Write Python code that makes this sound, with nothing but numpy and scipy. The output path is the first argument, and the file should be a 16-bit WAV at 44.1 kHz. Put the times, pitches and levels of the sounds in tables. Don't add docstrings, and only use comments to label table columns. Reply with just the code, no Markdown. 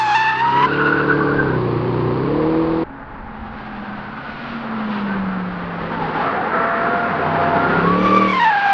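import sys
import numpy as np
from scipy import signal
from scipy.fft import rfft, irfft, next_fast_len
from scipy.io import wavfile

SR = 44100
rng = np.random.default_rng(int(sys.argv[2]) if len(sys.argv) > 2 else 0)


def master(y):
    cut = np.clip(np.atleast_2d(y).T, -1, 1)
    pcm = np.round(cut * 32767)
    wavfile.write(sys.argv[1], SR, pcm.astype(np.int16))


N = 384993
TIME = np.arange(N) / SR
HZ = np.fft.rfftfreq(N, 1 / SR)
JUDDER_S, CHANGE_S = 0.66, 2.838


def amp(db):
    return 10 ** (np.asarray(db) / 20)


def unit(x):
    return x / np.sqrt(np.mean(abs(x) ** 2) + 1e-20)


def curves(rows):
    s, *columns = np.transpose(rows)
    return [np.interp(TIME, s, column) for column in columns]


def gate(start, end, fade):
    return np.clip((TIME - start) / fade + .5, 0, 1) * np.clip((end - TIME) / fade + .5, 0, 1)


def wander(rate_hz):
    count = 32768
    hz = np.fft.rfftfreq(count, N / SR / count)
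    slow = irfft(rfft(rng.standard_normal(count)) / np.sqrt(1 + (hz / rate_hz) ** 6))
    return unit(np.interp(TIME, np.linspace(0, N / SR, count), slow))


def phase(hz):
    return 2 * np.pi * np.cumsum(hz) / SR


def fuzzy(angle, width_hz):
    return wander(width_hz) * np.cos(angle) + wander(width_hz) * np.sin(angle)


def band_noise(low_hz, high_hz, order):
    band = signal.butter(order, [low_hz, high_hz], "band", fs=SR, output="sos")
    return unit(signal.sosfilt(band, rng.standard_normal(N)))


def rush(levels_db, spectrum):
    points_hz, points_db = np.transpose(spectrum)
    colour = amp(np.interp(np.log(HZ + 1), np.log(points_hz), points_db))
    bass, below_treble = [1 / (1 + (HZ / hz) ** 10) for hz in (650, 2000)]
    size = next_fast_len(N)
    out = np.zeros(N)
    for share, db in zip((bass, below_treble - bass, 1 - below_treble), levels_db):
        gain = np.interp(np.fft.rfftfreq(size, 1 / SR), HZ, colour * np.sqrt(abs(share)))
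        out += amp(db) * unit(irfft(rfft(rng.standard_normal(size)) * gain, size)[:N])
    return out


def exhaust(angle, strong, weak, flutter, rough, scatter):
    boom = sum(amp(db) * unit(np.cos(order * angle) * (1 + flutter * wander(28)))
               for order, db in strong)
    bark = 0
    for order, db in weak:
        tone = np.cos(order * angle + scatter * rng.uniform(0, 2 * np.pi))
        bark += amp(db) * unit(tone * (1 + rough * wander(9.2)))
    return boom + bark


# f/Hz, level/dB
PIPE_RESPONSE = [(60, -9), (90, -6.5), (122, -5), (160, -9.5), (200, -14), (245, -13.5), (290, -5.5),
                 (325, 1), (365, -6), (400, -8.5), (440, -5.5), (480, -4), (530, -14.5), (600, -13)]

def pipe_db(hz):
    return np.interp(hz, *np.transpose(PIPE_RESPONSE))


# t/s, f/Hz
AWAY_SPEED = [(0, 30), (.3, 31.2), (.5, 33.4), (.73, 35.8), (.81, 37), (.98, 36.7), (1.36, 35.8),
              (1.45, 34.3), (1.61, 30.3), (1.75, 29.9), (1.99, 30.6), (2.11, 30.1), (2.22, 33.3),
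              (2.34, 37.3), (2.45, 39.6), (2.6, 40.7), (2.82, 41)]
# t/s, level/dB
AWAY_LOAD = [(0, -35), (.33, -35), (.56, -24.5), (.82, -20.5), (1.4, -18.5), (2.15, -19.5), (2.5, -18.5),
             (2.82, -21.5)]
# order, level/dB
AWAY_ORDERS = [(2, -12.5), (3, -13), (5, 0), (6, 0.5), (7, -15), (9, -7.5), (10, -11.5), (11, -9.5),
               (13, -3.5), (14, -10.5), (15, -14.5), (16, -10), (17, -9), (18, -14)]
# f/Hz, level/dB
RASP_COLOUR = [(60, -25), (150, -11.5), (400, 0), (520, -1), (650, -10.5), (820, -1), (1080, 2),
               (1350, -7.5), (1900, -12.5), (2700, -16.5), (3500, -21.5), (4600, -23.5), (6500, -58),
               (9000, -76.5)]

def exhaust_leaving():
    cycle_hz, = curves(AWAY_SPEED)
    load_db, = curves(AWAY_LOAD)
    angle = phase(cycle_hz * (1 + 0.0024 * wander(25)))
    strong = [(order, load_db + pipe_db(order * cycle_hz)) for order in (4, 8, 12)]
    bark_db = load_db - 1.5 + 0.05 * (cycle_hz - cycle_hz.min())
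    weak = [(order, bark_db + db + pipe_db(order * cycle_hz)) for order, db in AWAY_ORDERS]
    tones = exhaust(angle, strong, weak, flutter=0.12, rough=0.27, scatter=0.84)
    puffs = unit(1 + 0.12 * np.cos(angle) + 0.089 * np.cos(2 * angle)
                 + 0.12 * np.cos(4 * angle) + 0.17 * np.cos(8 * angle))
    effort_db = load_db + 18
    treble_db = np.maximum(-35.5 - 4.5 * TIME, -42.5)
    return tones + puffs * rush([-26 + effort_db, -28.5 + 0.27 * effort_db, treble_db], RASP_COLOUR)


# f/Hz, level/dB
TYRE_COLOUR = [(1300, 2.5), (2000, -1.5), (2600, -5.5), (3000, -8.5), (3600, -15), (4500, -22), (6000, -32),
               (8500, -55)]

def squeal(hz, db, overtone_db, tilt_db, jitter, fray, fray_growth, chatter_hz, scrape_db, hiss_db, count):
    angle = phase(hz * (1 + jitter * wander(45.7)))

    def harmonic(k):
        share = fray * k ** fray_growth
        tone = np.sqrt(2) * np.cos(k * angle) + share * fuzzy(k * angle, chatter_hz * k ** 0.73)
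        return tone / np.sqrt(1 + share ** 2)
    overtones = sum(amp(np.interp(k * hz, *np.transpose(TYRE_COLOUR)) + tilt_db * (k - 2)) * harmonic(k)
                    for k in range(2, count + 1))
    scrape = amp(scrape_db) * band_noise(950, 1660, order=4)
    hiss = amp(hiss_db + tilt_db) * band_noise(3700, 5800, order=2)
    return amp(db) * (harmonic(1) + scrape) + amp(overtone_db) * (overtones + hiss)


def rail_echo(x, echo_db, decay_s, delay_s=0.008):
    t = np.arange(SR // 2) / SR
    tail = rng.standard_normal(len(t)) * amp(-60 * t / decay_s) * (t > delay_s)
    return x + amp(echo_db) * signal.oaconvolve(x, tail / np.linalg.norm(tail))[:N]


# t/s, f/Hz, level/dB, overtone level/dB
SPIN_SQUEAL = [(0, 888, -18, -29.5), (.045, 856, -20.5, -34), (.12, 837, -17.5, -27.5),
               (.142, 810, -20.5, -28), (.152, 894, -15, -21.5), (.19, 879, -20, -24.5),
               (.3, 885, -20.5, -20), (.345, 877, -25.5, -28), (.405, 910, -22.5, -24.5),
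               (.43, 933, -18, -34), (.55, 961, -18.5, -32), (.6, 968, -17, -31), (.655, 1013, -14, -25)]
# t/s, chatter-to-tone ratio, step per overtone/dB
SPIN_FRAY = [(0, 0.092, 3), (.17, 0.18, 1.5), (.31, 0.15, -2), (.41, 0.29, -1), (.5, 0.27, 0),
             (.65, 0.34, 0)]

def wheelspin():
    hz, db, overtone_db = curves(SPIN_SQUEAL)
    fray, tilt_db = curves(SPIN_FRAY)
    voice = squeal(hz, db + 2, overtone_db + 1.5, tilt_db, jitter=0.0066, fray=fray, fray_growth=1.22,
                   chatter_hz=85, scrape_db=-11.5, hiss_db=-29, count=9)
    return rail_echo(voice * gate(-np.inf, JUDDER_S, 0.0063), echo_db=-17, decay_s=0.27)


# t/s, level/dB
BREEZE = [(0, -61), (.6, -69), (1.4, -45.5), (3.3, -40), (4.8, -49), (5.7, -43.5), (7.3, -61), (8.1, -41),
          (8.5, -60)]
# t/s, level/dB
GUSTS = [(1.37, -32), (1.52, -44.5), (2.27, -43), (2.541, -42), (3.18, -40), (3.42, -29), (4.0, -44),
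         (4.33, -43), (5.18, -35.5), (5.64, -40), (5.83, -38)]

def wind(rise_s=0.016, fall_s=0.045):
    gusts = sum(amp(db) * np.exp(np.minimum((TIME - s) / rise_s, (s - TIME) / fall_s).clip(min=-20))
                for s, db in GUSTS)
    rumble = unit(band_noise(4.1, 81, order=4) * amp(2.5 * wander(9)))
    return rumble * (amp(curves(BREEZE)[0]) + gusts)


# start t/s, end t/s, first f/Hz, last f/Hz, level/dB
CHIRPS = [(0.295, 0.382, 1290, 1270, -28), (0.442, 0.614, 1277, 1310, -29),
          (1.202, 1.322, 1153, 1140, -26.5), (1.375, 1.42, 1575, 1560, -21),
          (1.456, 1.494, 1516, 1505, -26.5), (4.873, 5.028, 1013, 920, -37),
          (5.069, 5.152, 1483, 1570, -34), (5.276, 5.382, 1327, 1380, -37), (5.778, 5.847, 800, 830, -35),
          (5.905, 5.975, 919, 910, -31), (5.977, 6.057, 893, 815, -28.5), (6.142, 6.248, 857, 815, -25.5),
          (6.256, 6.312, 1293, 1390, -27.5), (6.343, 6.438, 729, 765, -24), (6.44, 6.478, 821, 850, -25.5)]

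def chirps():
    hz, = curves([point for start, end, first, last, _ in CHIRPS
                  for point in ((start, first), (end, last))])
    level = sum(amp(db) * gate(start, end, 0.015) for start, end, _, _, db in CHIRPS)
    angle = phase(hz)
    return level * unit(np.cos(angle) + 0.72 * fuzzy(angle, 45))


# t/s, level/dB
TEAR_LEVEL = [(.3, -54), (.45, -47), (.6, -29), (.68, -40), (.88, -41), (1.15, -48), (1.55, -55.5)]

def tearing(flicker_db=4.5):
    rasp = unit(band_noise(1700, 3080, order=4) * amp(flicker_db * wander(40)))
    return amp(curves(TEAR_LEVEL)[0]) * rasp


# peak t/s, level/dB, rise/(dB per s), fall/(dB per s)
SURGES = [(.92, -20, 15, 16.5), (1.409, -28, 58.5, 49)]
# t/s, level/dB, ring level/dB
GRABS = [(.688, -19.5, -36.5), (.736, -22, -31), (.814, -14.5, -35.5), (0.872, -12.5, -30),
         (.93, -15.5, -38), (1.0, -15, -35), (1.112, -14, -41)]

def judder(grab_db_per_s=333.5, grip_s=1.584):
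    hz = 1414 + 110 * (TIME - JUDDER_S)
    surge_db = np.max([top + np.minimum(rise * (TIME - s), fall * (s - TIME))
                       for s, top, rise, fall in SURGES], axis=0)
    grab_db = np.max([top - grab_db_per_s * abs(TIME - s) for s, top, _ in GRABS], axis=0)
    ring_db = np.max([top - grab_db_per_s * abs(TIME - s) for s, _, top in GRABS], axis=0)
    voice = squeal(hz, np.maximum(surge_db, grab_db) - 0.5, surge_db - 32.5, tilt_db=-2, jitter=0.02984,
                   fray=1.6, fray_growth=1, chatter_hz=76.5, scrape_db=-6.5, hiss_db=-9, count=2)
    ring = fuzzy(2 * np.pi * 2710 * TIME, width_hz=140) + amp(-11) * band_noise(3600, 4300, order=2)
    return voice * gate(JUDDER_S, np.inf, 0.028) * gate(-np.inf, grip_s, 0.12) + amp(ring_db) * ring


def side_ring_db(hz, centre_hz=525, width_hz=40):
    return 5 * np.exp(-((hz - centre_hz) / width_hz) ** 2)


# t/s, f/Hz
PASS_SPEED = [(3.15, 43.7), (3.65, 43), (3.81, 41), (4.08, 41.4), (4.32, 48), (4.56, 46.2), (4.83, 43.3),
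              (5.13, 39.3), (5.43, 36.5), (6.05, 32.4), (6.44, 29), (7.04, 30.8), (7.7, 32), (7.83, 33.9),
              (8.03, 37.8), (8.25, 39), (8.36, 37.5), (8.55, 30.7), (8.73, 30.4)]
# t/s, level/dB
THROB = [(3.1, -48), (3.3, -46.5), (4.0, -45), (4.25, -43), (4.38, -41.5), (5.1, -45.5), (6.1, -44),
         (6.5, -46.5), (6.7, -55), (7.3, -35.5), (8.25, -36), (8.5, -58.5)]
# t/s, level/dB
DRONE = [(3.1, -58), (3.18, -43.5), (3.65, -36), (3.85, -32.5), (4.18, -39.5), (4.32, -44), (4.5, -35),
         (4.64, -27.5), (4.87, -24), (5.3, -22.5), (5.43, -24), (5.55, -30.5), (6.09, -31.5), (6.3, -43),
         (6.9, -49), (7.25, -30), (7.7, -30), (7.85, -19), (8.28, -22), (8.6, -47)]
# t/s, level/dB
PASS_BARK = [(2.86, -54), (4.6, -50), (5.3, -42), (6.4, -37), (7.05, -34.5), (7.5, -27), (7.85, -21),
             (8.25, -22), (8.5, -42), (8.73, -41)]
# order, level/dB
PASS_ORDERS = [(1, -23.5), (2, -20.5), (4, -26), (6, -10.5), (7, -16), (9, -10.5), (10, -12), (11, -10),
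               (12, -7), (13, -12), (14, -11.5), (15, -15.5), (16, -16), (17, -15)]

def exhaust_passing():
    cycle_hz, = curves(PASS_SPEED)
    bark_db, = curves(PASS_BARK)
    angle = phase(cycle_hz * (1 + 0.0031 * wander(25)))
    strong = [(3, curves(THROB)[0]), (5, curves(DRONE)[0]), (8, bark_db + pipe_db(8 * cycle_hz))]
    weak = [(order, bark_db + db + side_ring_db(order * cycle_hz)) for order, db in PASS_ORDERS]
    return exhaust(angle, strong, weak, flutter=0.15, rough=0.33, scatter=0.59)


# t/s, level/dB
ROAR_LEVEL = [(2.84, -38.5), (3.5, -35), (4.5, -32), (5.1, -28.5), (5.5, -31), (6.2, -25.5), (7.7, -23.5),
              (8.4, -28.5), (8.73, -24.5)]
# t/s, level/dB
ROAR_TREBLE = [(2.84, -57.5), (3.3, -53), (3.6, -44), (4.1, -45), (4.5, -36.5), (4.7, -43.5), (4.95, -36),
               (5.15, -41), (5.35, -44.5), (6.05, -38.5), (6.22, -35), (6.4, -39.5), (7.5, -35.5),
               (8.73, -29.5)]
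# f/Hz, level/dB
ROAR_COLOUR = [(60, -20), (130, -1.5), (230, 8), (350, -3), (500, -2.5), (650, -1.5), (900, 0.5), (1400, 0),
               (2000, -7.5), (2700, -10.5), (3500, -17), (4600, -23), (5400, -34.5), (6500, -49),
               (9000, -82)]

def tyre_roar(corner_s=6.13, alongside_s=7.92):
    db, = curves(ROAR_LEVEL)
    treble_db, = curves(ROAR_TREBLE)
    near_db = db + 28
    gone = np.clip((TIME - alongside_s) / 0.58, 0, 1)
    bass_db = db - 3 + 0.046 * near_db - 12.5 * gone
    middle_db = db - 0.8 + 3 * gate(corner_s, alongside_s, 0.14)
    hollow = band_noise(366, 527, order=3) * amp(bass_db - 3.5 + 2.5 * np.minimum(near_db, 0))
    rolling = rush([bass_db, middle_db, treble_db - 0.7], ROAR_COLOUR)
    return (rolling + hollow) * amp(0.8 * wander(14))


# t/s, f/Hz, level/dB, octave level/dB
TREAD_NOTE = [(2.84, 853, -43.5, -71), (3.7, 801.8, -40.5, -44.5), (4.35, 725, -47, -37),
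              (4.9, 661.5, -53.5, -42.5), (5.6, 590, -56.5, -48), (6.5, 488, -33.5, -46),
              (7.4, 481.2, -32, -36), (8.73, 454.7, -50, -43)]

def tread():
    hz, db, octave_db = curves(TREAD_NOTE)
    angle = phase(hz)
    return amp(db) * fuzzy(angle, width_hz=45) + amp(octave_db) * fuzzy(2 * angle, width_hz=51)


def far_hum(hz=273):
    tone = unit(np.cos(2 * np.pi * hz * TIME) * (1 + 0.41 * wander(8.6)))
    return amp(-41.5) * tone * gate(-np.inf, 3.26, 0.78)


# start t/s, end t/s, centre f/Hz, width/Hz, level/dB
SCRUBS = [(4.7, 5.25, 1023, 300, -38.5), (5.98, 6.22, 850, 110, -34.5), (6.198, 6.317, 1170, 250, -27),
          (6.213, 6.32, 672, 90, -28.5), (6.21, 6.48, 1750, 700, -39), (6.515, 6.831, 1643, 500, -27.5),
          (6.534, 6.776, 1172, 130, -27.5), (7.237, 7.78, 862.4, 130, -26), (8.387, 8.48, 3740, 220, -39.5)]

def scrubbing():
    rasp = sum(amp(db) * gate(start, end, 0.043) * band_noise(hz - width / 2, hz + width / 2, order=3)
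               for start, end, hz, width, db in SCRUBS)
    return rasp * amp(0.76 * wander(35))


# t/s, f/Hz, level/dB, overtone level/dB
HOWL = [(6.53, 664, -26.5, -18), (6.62, 670, -25.5, -18), (6.72, 682, -24.5, -21), (6.77, 670, -26, -22),
        (6.93, 703, -24, -19), (7.05, 692, -24.5, -20.5), (7.24, 697, -24, -42), (7.33, 680, -25.5, -36),
        (7.47, 692, -21, -30), (7.57, 684, -20, -19), (7.65, 696, -27.5, -17.5), (7.75, 716, -35, -19),
        (7.8, 690, -32, -17), (7.86, 705, -37, -22)]
BITES = [7.1, 7.19, 5.5]

def front_howl(bite_s=0.04, bite_db=-14):
    hz, db, overtone_db = curves(HOWL)
    voice = squeal(hz, db, overtone_db - 6.5, tilt_db=-3, jitter=0.005, fray=0.17, fray_growth=2.2,
                   chatter_hz=41.7, scrape_db=-18, hiss_db=-44, count=2)
    biting = sum(gate(s - bite_s / 2, s + bite_s / 2, 0.023) for s in BITES)
    return voice * amp(bite_db * biting) * gate(HOWL[0][0], HOWL[-1][0], 0.039)


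# start t/s, first f/Hz, last f/Hz
SLIDE_PITCHES = [(7.84, 1080, 1175), (8.04, 1158, 1168), (8.2, 1165, 1132), (8.332, 1055, 1035),
                 (8.398, 940, 950), (8.447, 897, 890), (8.502, 835, 830), (8.577, 805, 795)]
# t/s, level/dB, overtone level/dB
SLIDE_LEVEL = [(7.84, -19, -43), (7.91, -17, -51), (7.97, -21, -41), (8.01, -28, -35), (8.06, -17, -31),
               (8.118, -17, -34), (8.18, -14.5, -22), (8.204, -20, -37), (8.22, -16, -25.5),
               (8.26, -21, -34), (8.295, -22.5, -21.5), (8.335, -21.5, -24.5), (8.392, -17, -28.5),
               (8.404, -13.5, -23.5), (8.445, -16, -22.5), (8.497, -13, -21.5), (8.512, -17, -25.5),
               (8.575, -16.5, -25), (8.6, -22, -25.5), (8.67, -15, -24), (8.73, -15, -26)]
# t/s, chatter-to-tone ratio, step per overtone/dB
SLIDE_FRAY = [(7.96, 0.11, -1), (8.06, 0.55, 1), (8.3, 0.54, -4), (8.385, 0.35, 0), (8.42, 0.26, -1),
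              (8.47, 0.18, -7), (8.53, 0.23, -17), (8.7, 0.18, -5)]

def slide(hop_s=0.003, flutter_db=1.3):
    ends = [start - hop_s for start, _, _ in SLIDE_PITCHES[1:]] + [N / SR]
    hz, = curves([point for (start, first, last), end in zip(SLIDE_PITCHES, ends)
                  for point in ((start, first), (end, last))])
    db, overtone_db = curves(SLIDE_LEVEL)
    fray, tilt_db = curves(SLIDE_FRAY)
    voice = squeal(hz, db + 0.2, overtone_db + 2.5, tilt_db, jitter=0.012, fray=fray, fray_growth=1,
                   chatter_hz=58, scrape_db=-23.5, hiss_db=-23.5, count=5)
    voice *= amp(flutter_db * np.tanh(wander(60)))
    return rail_echo(voice * gate(SLIDE_LEVEL[0][0], np.inf, 0.02), echo_db=-14.5, decay_s=0.26)


def scene():
    leaving = exhaust_leaving() + wheelspin() + judder() + tearing()
    passing = exhaust_passing() + front_howl() + slide() + far_hum() + tyre_roar() + tread() + scrubbing()
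    later = np.clip((TIME - CHANGE_S) / 0.0026 + .5, 0, 1)
    return ((1 - later) * leaving + later * passing + chirps() + wind())[None]


def record(dry):
    return signal.oaconvolve(dry, signal.firwin(401, 9200, window=("kaiser", 9), fs=SR)[None], "same")


dry = scene()
out = record(dry)
master(out)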